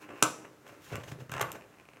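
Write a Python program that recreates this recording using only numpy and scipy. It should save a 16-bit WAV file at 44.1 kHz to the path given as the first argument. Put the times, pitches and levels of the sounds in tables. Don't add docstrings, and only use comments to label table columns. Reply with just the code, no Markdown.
import sys
import numpy as np
from scipy import signal
from scipy.fft import rfft, irfft
from scipy.io import wavfile

SR = 44100
rng = np.random.default_rng(int(sys.argv[2]) if len(sys.argv) > 2 else 0)


def materialize(psi):
    bounded = np.clip(np.atleast_2d(psi).T, -1, 1)
    quanta = np.round(bounded * 32767).astype(np.int16)
    wavfile.write(sys.argv[1], SR, quanta)


N = 88200

# (frequency [Hz], relative level [dB])
SLIP_COLOUR = [(40, -30.5), (125, 1), (220, -12.5), (500, 4.5), (1050, 0), (1650, 0), (2200, -5.5),
               (2800, -4.5), (4000, -29.5), (8000, -25), (16000, -43.5)]
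# (frequency [Hz], relative level [dB])
CRACK_COLOUR = [(100, -24.5), (1500, 5.5), (3200, 7.5), (4500, -4.5), (6300, 3), (9000, -9.5),
                (16000, -13.5)]


def amp(db):
    return 10 ** (np.asarray(db) / 20)


def unit(x):
    return x / np.sqrt(np.mean(x ** 2) + 1e-20)


def read(points, hz):
    f, value = np.transpose(points)
    return np.interp(np.log(hz + 1), np.log(f + 1), value)


def add(mix, s, sound):
    part = mix[max(round(s * SR), 0):][:len(sound)]
    part += sound[:len(part)]


def impulse(colour, size=4096):
    hz = abs(np.fft.fftfreq(size, 1 / SR))
    log_gain = np.log(amp(read(colour, hz)))
    spectrum = np.exp(np.conj(signal.hilbert(log_gain)))
    response = np.fft.ifft(spectrum).real[:size // 2]
    return response / np.linalg.norm(response)


def burst(colour, hold_s, fade_s, size=4096):
    t = np.arange(size) / SR
    envelope = np.exp(-np.maximum(t - hold_s, 0) / fade_s)
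    flutter = rng.standard_normal(size) * envelope
    for _ in range(4):
        phase = np.angle(rfft(flutter))
        flutter = irfft(np.exp(1j * phase)) * envelope
    flutter *= np.linalg.norm(envelope) / np.linalg.norm(flutter)
    return signal.fftconvolve(flutter, impulse(colour))


def room_tone():
    # (frequency [Hz], relative level [dB])
    colour = [(20, -41), (60, -9), (130, 0), (330, -9), (700, -9.5), (1500, -8), (2600, -19), (4000, -26),
              (8000, -25.5), (16000, -31.5)]
    gain = amp(read(colour, np.fft.rfftfreq(N, 1 / SR)))
    air = irfft(rfft(rng.standard_normal(N)) * gain, N)
    return amp(-63) * unit(air)


def friction(levels, colour, grains_per_s=2500, spread_db=5):
    sizes = amp(spread_db * np.minimum(rng.exponential(1, N), 4))
    signs = rng.choice([-1, 1], N)
    slipping = rng.random(N) < grains_per_s / SR
    grains = unit(sizes * signs * slipping)
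    level = amp(np.interp(np.arange(N) / SR, *np.transpose(levels)))
    return signal.fftconvolve(grains * level, impulse(colour))[:N]


def rubbing():
    # (time [s], relative level [dB])
    drag = [(0, -55), (.03, -49.5), (.08, -56), (.092, -40.5), (.15, -43.5), (.2, -53), (.3, -52),
            (.41, -58), (.5, -53), (.6, -61), (.66, -53), (.72, -49), (.79, -57), (.89, -57.5),
            (.93, -47.5), (1.03, -61), (1.11, -51.5), (1.21, -50), (1.28, -76), (1.35, -43), (1.5, -58),
            (1.555, -40), (1.59, -59), (1.75, -60), (1.93, -72.5), (1.97, -50), (2, -69)]
    # (time [s], relative level [dB])
    rasp = [(0, -58.5), (.035, -47), (.075, -58), (.1, -45.5), (.15, -48.5), (.2, -46.5), (.4, -53.5),
            (.47, -59.5), (.53, -80), (.65, -63.5), (.68, -51.5), (.78, -59), (.88, -53), (.94, -41),
            (1.0, -50), (1.06, -61), (1.09, -56), (1.17, -66), (1.21, -61.5), (1.285, -71), (1.34, -39),
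            (1.44, -47), (1.5, -49.5), (1.555, -51), (1.6, -59), (1.68, -72), (1.74, -55.5), (1.83, -75.5),
            (2, -61)]
    # (time [s], relative level [dB])
    hiss = [(0, -69), (.02, -53), (.075, -68), (.12, -63.5), (.2, -59.5), (.55, -66.5), (.64, -66.5),
            (.68, -57), (.79, -64.5), (.85, -51.5), (.94, -52.5), (1.02, -59.5), (1.06, -57),
            (1.095, -51.5), (1.17, -66), (1.21, -57), (1.28, -71), (1.34, -54), (1.49, -81), (1.55, -57),
            (1.6, -72), (1.7, -66), (2, -71)]
    # (time [s], relative level [dB])
    rumble = [(0, -71), (.08, -64), (.13, -53), (.2, -75), (.35, -63), (.55, -66), (.63, -82), (.7, -57),
              (.78, -65), (.86, -56), (.9, -52), (.94, -42.5), (1.03, -50.5), (1.1, -49), (1.16, -49.5),
              (1.29, -52), (1.35, -45), (1.46, -50), (1.56, -52.5), (1.63, -61), (2, -76.5)]
    # (frequency [Hz], relative level [dB])
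    drag_colour = [(30, -37.5), (120, -21.5), (200, -4), (320, 4.5), (550, -0.5), (900, -21.5), (2500, -35),
                   (16000, -96)]
    rasp_colour = [(60, -30.5), (400, -8), (800, -1), (1400, 1), (2000, -3.5), (2700, -1.5), (3800, -28),
                   (8000, -24.5), (16000, -69)]
    hiss_colour = [(100, -43), (1800, 5), (3200, 5), (4600, 1.5), (6500, 3), (9000, -4.5), (13000, -2.5),
                   (16000, -6.5)]
    rumble_colour = [(25, -36.5), (55, -15.5), (95, -7), (130, -2), (165, -3), (230, -22), (500, -25.5),
                     (16000, -88.5)]
    out = friction(drag, drag_colour)
    out += friction(rasp, rasp_colour)
    out += friction(hiss, hiss_colour, grains_per_s=19000)
    out += friction(rumble, rumble_colour)
    return amp(-6.5) * out


def scuffs(rise_s=0.0012, fade_s=0.0034):
    # (time [s], length [s], body level [dB], crack level [dB])
    skids = [(.088, 0.0068, -47, -69), (0.4468, 0.0087, -47, -70), (0.665, 0.0045, -48.5, -65),
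             (.676, .003, -51, -53.5), (.692, 0.0032, -47, -59), (0.919, .02, -45, -54),
             (0.9547, 0.0022, -35, -38), (0.999, 0.015, -51.5, -66), (1.034, 0.0079, -52, -51),
             (1.076, 0.016, -51.5, -53.5), (1.1148, 0.0066, -45, -48), (1.187, 0.0027, -55, -72),
             (1.201, .014, -55, -59.5), (1.546, .018, -47.5, -59)]
    out = np.zeros(N)
    for s, length_s, body_db, crack_db in skids:
        body = amp(body_db) * burst(SLIP_COLOUR, length_s, fade_s)
        crack = amp(crack_db) * burst(CRACK_COLOUR, length_s, fade_s)
        t = np.arange(len(body)) / SR
        add(out, s, (body + crack) * (1 - np.exp(-t / rise_s)))
    return out


def snap(recoil_lag_s=0.003365, recoil_db=-27, ring_db=-27.5):
    # (time [s], level [dB])
    snaps = [(0.225, -14.5)]
    # (frequency [Hz], relative level [dB])
    whip_colour = [(40, -41), (130, -26), (320, -4.5), (640, -8), (1000, -5.5), (1450, 1), (1900, -19.5),
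                   (2350, -7), (2800, -7.5), (3600, -11), (4600, -16.5), (5400, -11), (5900, -4),
                   (6550, -10), (7350, -5), (8400, -11), (11000, -14), (16000, -28)]
    recoil_colour = [(30, -32), (80, -16), (135, 3.5), (250, -1), (330, 4.5), (520, -1), (1000, -8.5),
                     (4000, -77.5)]
    out = np.zeros(N)
    for s, db in snaps:
        add(out, s, amp(db) * burst(whip_colour, hold_s=0.003, fade_s=0.0028))
        recoil = burst(recoil_colour, hold_s=0.00205, fade_s=0.0041)
        add(out, s + recoil_lag_s, amp(recoil_db) * recoil)
        add(out, s, amp(ring_db) * air_ring())
    return out


def air_ring(detune=0, rise_s=0.00083):
    # (frequency [Hz], relative level [dB], t60 [s])
    modes = [(312.2, -5, 0.24), (517.4, -12, .22), (708, -13, 0.23), (922, -7.5, 0.24), (1059, -10.5, .2),
             (1175, -11, 0.19), (1281, 1, .25), (1437, -1.5, 0.081), (1500, -4.5, 0.15), (1561, -4, 0.23),
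             (2073, -7.5, .13), (2328, -7.5, 0.12), (2520, -7.5, 0.14), (2784, -4.5, 0.11),
             (6100, -9.5, 0.16), (7250, -14, .16)]
    t = np.arange(SR // 2) / SR
    ring = np.zeros(len(t))
    for hz, db, t60 in modes:
        shifted_hz = hz * (1 + detune * rng.normal())
        ring += amp(db - 60 * t / t60) * np.sin(2 * np.pi * (shifted_hz * t + rng.random()))
    return ring * (1 - np.exp(-t / rise_s))


def wobbles(wobble_hz=129.7, pitch_spread=0.041, rise_s=0.0047, t60_s=0.13):
    # (time [s], thud level [dB], wobble level [dB])
    jolts = [(.228, -48.5, -35.5), (.672, -63, -55), (.917, -40, -34.5), (.926, -35.5, -47.5),
             (.943, -34.5, -46), (.958, -37.5, -53), (.980, -35.5, -49), (.996, -46, -43),
             (1.121, -38, -35.5), (1.188, -45.5, -37), (1.204, -57, -39), (1.22, -42, -46),
             (1.295, -40, -68), (1.319, -41, -41), (1.365, -61, -35.5), (1.419, -42, -31.5)]
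    # (frequency [Hz], relative level [dB])
    thud_colour = [(25, -35), (55, -11.5), (100, 11), (250, 4.5), (550, 1), (1000, -14.5), (3000, -42),
                   (16000, -84)]
    out, t = np.zeros(N), np.arange(SR // 2) / SR
    envelope = (1 - np.exp(-t / rise_s)) * amp(-60 * t / t60_s)
    for s, thud_db, wobble_db in jolts:
        hz = wobble_hz * (1 + pitch_spread * rng.normal())
        add(out, s, amp(thud_db) * burst(thud_colour, hold_s=0.0022, fade_s=0.0025))
        add(out, s, amp(wobble_db) * envelope * np.sin(2 * np.pi * hz * t))
    return out


def nail_ticks():
    # (time [s], level [dB])
    ticks = [(.956, -43.5), (1.317, -40.5), (1.413, -28.5), (1.5177, -36)]
    # (frequency [Hz], relative level [dB])
    colour = [(100, -17), (1500, -3), (2800, 13), (4500, -1), (7200, 10), (10000, 1.5), (13000, 12),
              (16000, -14)]
    out = np.zeros(N)
    for s, db in ticks:
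        add(out, s, amp(db) * burst(colour, hold_s=0.0012, fade_s=0.001))
    return out


def knot_slips(squeak_s=0.071, pitch_sag=0.12):
    # (time [s], body level [dB], crack level [dB], starting pitch [Hz])
    slips = [(1.2948, -45, -52.5, 1336), (1.3065, -59, -70, 1110), (1.319, -37.5, -42.5, 1576),
             (1.338, -35, -40, 1686), (1.351, -39, -60, 1770), (1.366, -37.5, -44.5, 1140),
             (1.38, -36, -46, 1310), (1.3956, -33, -42, 888), (1.408, -31.5, -46, 1126),
             (1.4113, -29, -36, 1112), (1.4144, -32, -30.5, 1374), (1.426, -31.5, -69, 1482),
             (1.489, -48, -80, 1300), (1.502, -46.5, -70, 977)]
    out, t = np.zeros(N), np.arange(4096) / SR
    glide = 1 - pitch_sag * (1 - np.exp(-t / squeak_s))
    squeak_envelope = amp(-2 - 60 * t / squeak_s)
    for s, body_db, crack_db, hz in slips:
        cycles = np.cumsum(hz * glide) / SR
        add(out, s, amp(body_db) * squeak_envelope * np.sin(2 * np.pi * cycles))
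        add(out, s, amp(body_db) * burst(SLIP_COLOUR, hold_s=0.0028, fade_s=0.0028))
        add(out, s, amp(body_db - 25.5) * air_ring(detune=0.046))
        add(out, s, amp(crack_db) * burst(CRACK_COLOUR, hold_s=0.002, fade_s=0.0022))
    return out


def knot_creaks():
    # (time [s], level [dB])
    creaks = [(1.609, -49.5), (1.621, -52), (1.640, -56), (1.7844, -56), (1.798, -51), (1.810, -57),
              (1.853, -55.5), (1.8872, -49.5), (1.914, -64), (1.9344, -51.5), (1.961, -58.5), (1.969, -52)]
    # (frequency [Hz], relative level [dB])
    colour = [(60, -17), (400, 10.5), (1000, 1.5), (1800, -2), (2500, 8.5), (3700, -13.5), (6500, -14.5),
              (16000, -30)]
    out = np.zeros(N)
    for s, db in creaks:
        add(out, s, amp(db) * burst(colour, hold_s=0.002, fade_s=0.0035))
    return out


def living_room(sound, tail_delay_s=0.005):
    # (frequency [Hz], t60 [s])
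    decay = [(100, 0.54), (400, 0.79), (1300, 0.21), (3000, 0.29), (6500, 0.48), (11000, .36), (16000, .24)]
    # (delay [s], relative level [dB])
    scatter = [(.003, -48), (.0062, -42), (.0078, -29), (.0105, -37), (.014, -41), (.02, -52)]
    # (frequency [Hz], relative level [dB])
    tail_colour = [(50, -11), (130, -11), (350, -5.5), (1300, -3.5), (2700, -9.5), (4500, -6.5),
                   (6500, -12.5), (16000, -10.5)]
    scatter_colour = [(50, -28), (150, -9), (400, -6), (3000, 3.5), (8000, 6.5), (16000, 1.5)]
    hz, t, bands = signal.stft(rng.standard_normal(SR), SR, nperseg=256)
    t60 = read(decay, hz)[:, None]
    bands *= amp(read(tail_colour, hz)[:, None] - 60 * t / t60)
    bands *= np.sqrt(2 * np.log(1000) / (t60 * SR))
    tail = signal.istft(bands, SR, nperseg=256)[1]
    scatter_db = np.interp(np.arange(2048) / SR, *np.transpose(scatter), left=-np.inf, right=-np.inf)
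    reflections = amp(scatter_db) * rng.choice([-1, 1], len(scatter_db))
    response = np.zeros(SR)
    response[0] = 1
    add(response, tail_delay_s, tail)
    add(response, 0, np.convolve(reflections, impulse(scatter_colour)))
    return signal.fftconvolve(sound, response)[:N]


def scene():
    balloon = rubbing() + scuffs() + snap() + wobbles() + nail_ticks() + knot_slips() + knot_creaks()
    return (living_room(balloon) + room_tone())[None]


def record(dry):
    lowpass = signal.firwin(255, 16000, window=("kaiser", 8), fs=SR)
    return signal.oaconvolve(dry, lowpass[None], "same")


dry = scene()
out = record(dry)
materialize(out)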